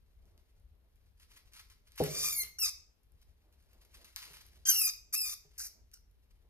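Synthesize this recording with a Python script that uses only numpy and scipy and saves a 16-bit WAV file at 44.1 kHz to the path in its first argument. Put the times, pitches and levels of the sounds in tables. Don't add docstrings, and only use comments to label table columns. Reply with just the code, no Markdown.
import sys
import numpy as np
from scipy import signal
from scipy.fft import rfft, irfft, next_fast_len
from scipy.io import wavfile

SR = 44100
rng = np.random.default_rng(int(sys.argv[2]) if len(sys.argv) > 2 else 0)


def bounce(signal):
    frames = np.transpose(np.atleast_2d(signal))
    limited = np.clip(frames, -1, 1)
    pcm = np.round(limited * 32767).astype(np.int16)
    wavfile.write(sys.argv[1], SR, pcm)


def attenuation_scalar(level_db):
    decades = np.asarray(level_db, float) / 20
    return 10 ** decades


N = 286341
TIME = np.arange(N) / SR
PADDED = next_fast_len(N + 4096)
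HZ = np.maximum(np.fft.rfftfreq(PADDED, 1 / SR), 10)


def rms_one(x):
    return x / np.sqrt(np.mean(x ** 2) + 1e-20)


def in_time(rows):
    s, *columns = np.transpose(rows)
    return [np.interp(TIME, s, c) for c in columns]


def at_hz(points, hz, column=1):
    points = np.array(points)
    return np.interp(np.log(hz), np.log(points[:, 0]), points[:, column])


def shaped(x, gains):
    return irfft(rfft(x, PADDED) * gains, PADDED)[..., :N]


def colour(x, spectrum):
    return shaped(x, attenuation_scalar(at_hz(spectrum, HZ)))


def band_pass(x, low, high):
    return signal.sosfilt(signal.butter(2, [low, high], "band", fs=SR, output="sos"), x)


def high_pass(x, hz, order=2):
    return signal.sosfilt(signal.butter(order, hz, "high", fs=SR, output="sos"), x)


def drift(rate):
    r = np.exp(-2 * np.pi * rate / SR)
    noise = rng.standard_normal(N + SR)
    return rms_one(signal.lfilter([1], [1, -2 * r, r * r], noise)[SR:])


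def ring(clicks, hz, t60):
    r, w = attenuation_scalar(-60 / (t60 * SR)), 2 * np.pi * hz / SR
    return signal.lfilter([0, np.sin(w)], [1, -2 * r * np.cos(w), r * r], clicks + 1e-18)


# time in seconds, effort in dB, mouth opening
# as the level above about 10 kHz in dB.
SQUEALS = [
    [(2.085, -49, -4.5), (2.177, -37, -6), (2.263, -33.5, 0), (2.32, -38.5, 3), (2.384, -37, 11.5),
     (2.44, -39.5, -8)],
    [(2.585, -40, -5), (2.605, -42.5, 7), (2.639, -31.5, -4.5), (2.7, -40, -6)],
    [(4.652, -39.5, -29.5), (4.672, -29.5, -1.5), (4.705, -26, 6), (4.735, -32.5, 3.5), (4.85, -31, 9),
     (4.875, -33.5, -2.5), (4.905, -36.5, -28)],
    [(5.125, -47, 2), (5.139, -32.5, 8), (5.175, -36.5, -1.5), (5.235, -38.5, 2), (5.345, -41.5, 0.5)],
    [(5.578, -49, 5), (5.598, -39.5, -3.5), (5.67, -46, 2.5), (5.69, -61, -8)],
    [(5.933, -63, 1.5), (5.941, -50, 1.5), (5.95, -65, -22), (5.98, -65, -15.5)],
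]
# time in seconds, pitch in Hz, hoarseness as breath in dB re tone.
FOLDS = [
    [(2.085, 2150, 0), (2.12, 2340, 1), (2.23, 2420, 3), (2.32, 2400, 3), (2.345, 2260, -11),
     (2.425, 2080, -14), (2.44, 2070, 2)],
    [(2.585, 2860, 2), (2.6, 2800, -5), (2.65, 2520, -6), (2.67, 2390, 7), (2.7, 2300, 4)],
    [(4.652, 3230, 2), (4.68, 3190, -2), (4.712, 3100, -2), (4.728, 2810, -1), (4.785, 2790, -4),
     (4.815, 2580, -8), (4.865, 2490, -8), (4.88, 2480, 2)],
    [(5.125, 2360, 3), (5.152, 2440, 3), (5.165, 2635, -15), (5.207, 2630, -15), (5.216, 2520, -16),
     (5.235, 2500, -14), (5.26, 2450, 0), (5.35, 2380, 7)],
    [(5.578, 3165, 12), (5.69, 3000, 11)],
    [(5.93, 2960, 6), (5.98, 2830, 2)],
]
# frequency in Hz, level in dB.
THROAT = [(900, -25), (1500, -19), (2500, -17), (3200, -17.5), (3800, -13.5), (4700, -11), (5600, -4.5),
          (6900, -7.5), (8000, -4), (9200, -14), (10500, -12.5), (12000, -16.5), (13400, -14), (15800, -17)]


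def squeals(tremor, jitter, flicker_db):
    pitch, breath_db = in_time(np.concatenate(FOLDS))
    effort_db, teeth_db = in_time(np.concatenate(SQUEALS))
    half_db = -7 + 1.8 * breath_db
    chest_db, palate_db = 1.7 + 0.06 * breath_db, -3.2 + 0.14 * breath_db
    zone_edges = [4000, 6500, 9600]      # Hz, chest / throat / palate / teeth
    zones_db = [chest_db, 0 * pitch, palate_db, teeth_db]
    voiced = np.zeros(N)
    for rows in SQUEALS:
        onset = np.clip((TIME - rows[0][0]) / 0.002, 0, 1)
        voiced += onset * np.clip((rows[-1][0] - TIME) / 0.0049, 0, 1)

    trembling = np.sin(2 * np.pi * np.cumsum(75 * attenuation_scalar(1.5 * drift(20))) / SR)
    shaken = pitch * (1 + tremor * trembling + jitter * attenuation_scalar(breath_db) * drift(400))
    phase = np.pi * np.cumsum(shaken) / SR
    flickers = [drift(36) for _ in range(5)]
    rasp = rms_one(1.1 + drift(90))
    tone, power = np.zeros(N), 1e-12
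    for k in range(1, 16):
        line_hz = k * pitch / 2
        shape_db = np.choose(np.digitize(line_hz, zone_edges), zones_db)
        gain = attenuation_scalar(at_hz(THROAT, line_hz) + shape_db + half_db * (k % 2)) * (line_hz < 17000)
        unsteady = attenuation_scalar(flicker_db * flickers[k % 5]) * (rasp if k % 2 else 1)
        tone += gain * unsteady * np.sin(k * phase + k * k) * np.sqrt(2)
        power = power + gain ** 2

    puffs = rng.standard_normal(N) * (1.2 + np.sin(2 * phase)) * attenuation_scalar(1.5 * drift(150))
    notch = signal.butter(2, [2600, 4300], "bandstop", fs=SR, output="sos")
    hollow = signal.sosfilt(notch, high_pass(puffs, 4000, order=1))
    airy, zone = rms_one(colour(hollow, THROAT)), np.digitize(HZ, zone_edges)
    breath = sum(shaped(airy, zone == z) * attenuation_scalar(db) for z, db in enumerate(zones_db))
    share = attenuation_scalar(breath_db)
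    return voiced * attenuation_scalar(effort_db) * (tone / np.sqrt(power) + share * breath) / np.sqrt(1 + share ** 2)


# time in seconds, level in dB.
STRIKE = [
    (2.001, -26),
    (2.0045, -22),
    (2.015, -28),
    (2.041, -39.5),
    (2.428, -66.5),
    (4.301, -65.5),
    (5.14, -72),
    (5.449, -68),
]
# frequency in Hz, level in dB, t60 in seconds.
TUB = [(73.5, -18.5, 0.067), (146, 0.5, 0.18), (163.3, 1.5, 0.051), (247, -20.5, 0.099),
       (277, -14.5, 0.089), (413.7, -0.5, 0.16), (480.4, -3.5, 0.051), (547.5, -17.5, 0.18),
       (614, -15.5, 0.16), (754, 0, 0.018), (844, -16, 0.097), (920, -24, 0.038)]


def thumps():
    out = np.zeros(N)
    at = [round(s * SR) for s, _ in STRIKE]
    blow_db = np.array(STRIKE)[:, 1]
    chances = rng.standard_normal((len(TUB), len(STRIKE)))
    for k, ((hz, level_db, t60), chance) in enumerate(zip(TUB, chances)):
        clicks = np.zeros(N)
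        clicks[at] = attenuation_scalar(blow_db + level_db + 2.5 * chance) * (-1) ** k
        out += ring(clicks, hz, t60)
    return signal.sosfilt(signal.butter(4, 950, fs=SR, output="sos"), out)


# time in seconds, peak in dB, ring in Hz, scatter after it in dB re peak.
SNAPS = [(0.063, -76, 4320, -17), (0.2553, -67, 5750, -20), (0.378, -59.5, 4450, -19),
         (0.5994, -70, 9900, -25), (0.9584, -67.5, 11700, -19), (1.0635, -74, 4010, -15),
         (1.1985, -63.5, 10000, -4.5), (1.535, -48.5, 4390, -16.5), (1.688, -69, 9800, -34),
         (1.7, -58, 4660, -5), (1.92, -52, 4200, -29), (1.9604, -51, 10430, -44), (1.9773, -50, 4560, -38),
         (2.038, -29.5, 11800, -21.5), (2.4337, -35, 4960, -19.5), (3.034, -66, 11440, -23),
         (3.1208, -64.5, 10130, -24), (3.216, -63.5, 12600, -16), (3.5263, -67.5, 10500, -12.5),
         (3.626, -67.5, 10700, -21), (3.7324, -58, 13000, -22), (3.85, -59, 11200, -20),
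         (3.9426, -57.5, 5030, -6.5), (3.9703, -56, 11500, -16), (4.0454, -49.5, 5500, -10),
         (4.1617, -28, 5070, -18), (4.3337, -47.5, 6400, -9), (4.4654, -52, 11500, -47),
         (5.9156, -58, 6300, -17), (6.1126, -68, 10900, -28)]


def snaps():
    out, age = np.zeros(N), np.arange(260) / SR
    for s, peak_db, hz, _ in SNAPS:
        ringing = np.exp(-age / .00008) * np.cos(2 * np.pi * hz * age)
        grit = .15 * np.exp(-age / .001) * rng.standard_normal(260)
        first = round(s * SR)
        out[first:first + 260] += attenuation_scalar(peak_db + 11.0) * (ringing + grit)
    return high_pass(out, 3000)


def scatter():
    s, peak_db, _, scatter_db = np.transpose(SNAPS)[..., None]
    age = TIME - s
    return np.sum(attenuation_scalar(peak_db + scatter_db - 60 * np.abs(age) / 0.17) * (age > 0), axis=0)


# start in seconds, length in seconds, rustle in dB, tub rumble in dB re rustle.
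DRAGS = [(0.18, 0.44, -102.5, 9), (1.19, 0.041, -85, -5), (1.306, 0.068, -70, -28),
         (1.457, 0.034, -77, -19), (1.551, 0.062, -63.5, -16), (1.704, 0.022, -85.5, -2.5),
         (1.867, 0.066, -74, -9), (3.12, 0.19, -96, -20), (3.398, 0.29, -91, 2.5), (3.718, 0.3, -81, 3.5),
         (3.959, 0.34, -75, -4), (4.172, 0.2, -61, -10), (4.455, 0.39, -76.5, -8.5),
         (5.435, 0.3, -83.5, -12), (6.25, 0.2, -97.5, 17.5)]


def drags():
    rise, fall = 612, 300
    settling_db, settling_rumble_db = -92, -83
    start, length, rustle_db, rumble_db = np.transpose(DRAGS)[..., None]
    off_db = rise * np.maximum(start - TIME, 0) + fall * np.maximum(TIME - start - length, 0)
    slides = attenuation_scalar(rustle_db - np.minimum(off_db, 200))
    rumble = np.sum(slides * attenuation_scalar(rumble_db), axis=0)
    return attenuation_scalar(settling_db) + slides.sum(axis=0), attenuation_scalar(settling_rumble_db) + rumble


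# time in seconds, level in dB.
LUNGE = [(1.955, -73.5), (1.975, -64), (1.98, -46.5), (2.03, -48.5), (2.04, -44), (2.052, -47.5),
         (2.1, -53.5), (2.3, -59), (2.5, -74.5)]
# frequency in Hz, density in dB per Hz.
RUSTLE = [(530, -36), (900, -7), (1810, -2), (2890, -1), (4860, -2.5), (6480, -4), (7960, -2),
          (11400, -9.5), (14500, -10.5), (16000, -21)]


def bedding():
    rustle, rumble = drags()
    lunge_db, = in_time(LUNGE)
    thrown = attenuation_scalar(lunge_db) * (TIME > LUNGE[0][0]) * (TIME < LUNGE[-1][0])
    level = rustle * attenuation_scalar(4.1 * drift(27)) + scatter() + thrown
    falls = rng.random(N) < 2500 * attenuation_scalar(4 * drift(25)) / SR
    grains = attenuation_scalar(np.minimum(rng.exponential(1, N), 5)) * falls
    rub = rms_one(grains * rng.choice([-1, 1], N)) + 0.46 * rng.standard_normal(N)
    floor = rms_one(band_pass(rng.standard_normal(N), 120, 700))
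    return level * rms_one(colour(rub, RUSTLE)) + rumble * attenuation_scalar(5.7 * drift(4.0) - 7.5) * floor


# frequency in Hz, phase the right leads by in rad, likeness of the room air from 0 to 1.
PORTS = [(29, 0, 1), (290, .5, .2), (1000, .9, 0), (2950, 1.9, .1), (3600, 3.4, .1), (4600, 4.4, .2),
         (6800, 4.5, .4), (8000, 2.9, .3), (9000, 2.0, .3), (11500, 0, .6), (13300, -.3, .6),
         (15800, -2.2, .5)]


def ports(x):
    turn = np.exp(.5j * at_hz(PORTS, HZ))
    return shaped(x, np.array([1 / turn, turn]))


def diffuse(white):
    alike = np.clip(at_hz(PORTS, HZ, column=2), 0, 1)
    return ports(shaped(white[0], np.sqrt(alike))) + shaped(white[1:], np.sqrt(1 - alike))


# frequency in Hz, t60 in seconds.
ROOM = [(100, 0.82), (1000, 0.44), (5000, 0.37), (15000, 0.25)]


def room(x):
    noise = diffuse(rng.standard_normal((3, N)))[:, :SR]
    edges, echoes = 60 * 2. 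** np.arange(9), 0
    tops = edges[1:] * [0.87, 1.2, 1.1, 0.67, 0.65, 0.63, 0.91, 1.3]
    for low, high in zip(edges, tops):
        t60 = at_hz(ROOM, np.sqrt(low * high))
        echoes = echoes + band_pass(noise, low, high) * attenuation_scalar(-60 * TIME[:SR] / t60)
    echoes = echoes * np.clip(TIME[:SR] / 0.006, 0, 1)
    echoes = echoes / np.sqrt(np.sum(echoes ** 2) / 2)
    return signal.fftconvolve(x[None], echoes, axes=1)[:, :N]


# frequency in Hz, level in dB.
AIR = [(12, -30), (20, -11), (55, -1.5), (91, -11), (110, -20.5), (337, -33.5), (410, -29), (574, -38.5),
       (949, -40.5), (4060, -45.5), (6910, -55), (13500, -46), (16000, -67)]


def air():
    hush = rms_one(colour(diffuse(rng.standard_normal((3, N))), AIR))
    hiss = high_pass(hush, 130)
    rumble = (hush - hiss) * attenuation_scalar(2.2 * drift(4))
    return attenuation_scalar(-65) * (hiss + rumble) * attenuation_scalar([[1.1], [-1.1]])


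def scene():
    voice = squeals(tremor=0.012, jitter=.021, flicker_db=4.0)
    bark, blows = bedding() + snaps(), thumps()
    direct = attenuation_scalar(2.0) * ports(voice + bark + blows) * attenuation_scalar([[.4], [-.4]])
    wet = attenuation_scalar(-7) * voice + attenuation_scalar(-4) * bark + attenuation_scalar(-9) * blows
    return direct + room(wet) + air()


def low_pass(x):
    return signal.sosfilt(signal.butter(12, 16470, fs=SR, output="sos"), x)


def record(dry):
    top_cut = signal.cheby2(10, 60, 16300, fs=SR, output="sos")
    return low_pass(signal.sosfilt(top_cut, dry))


dry = scene()
out = record(dry)
bounce(out)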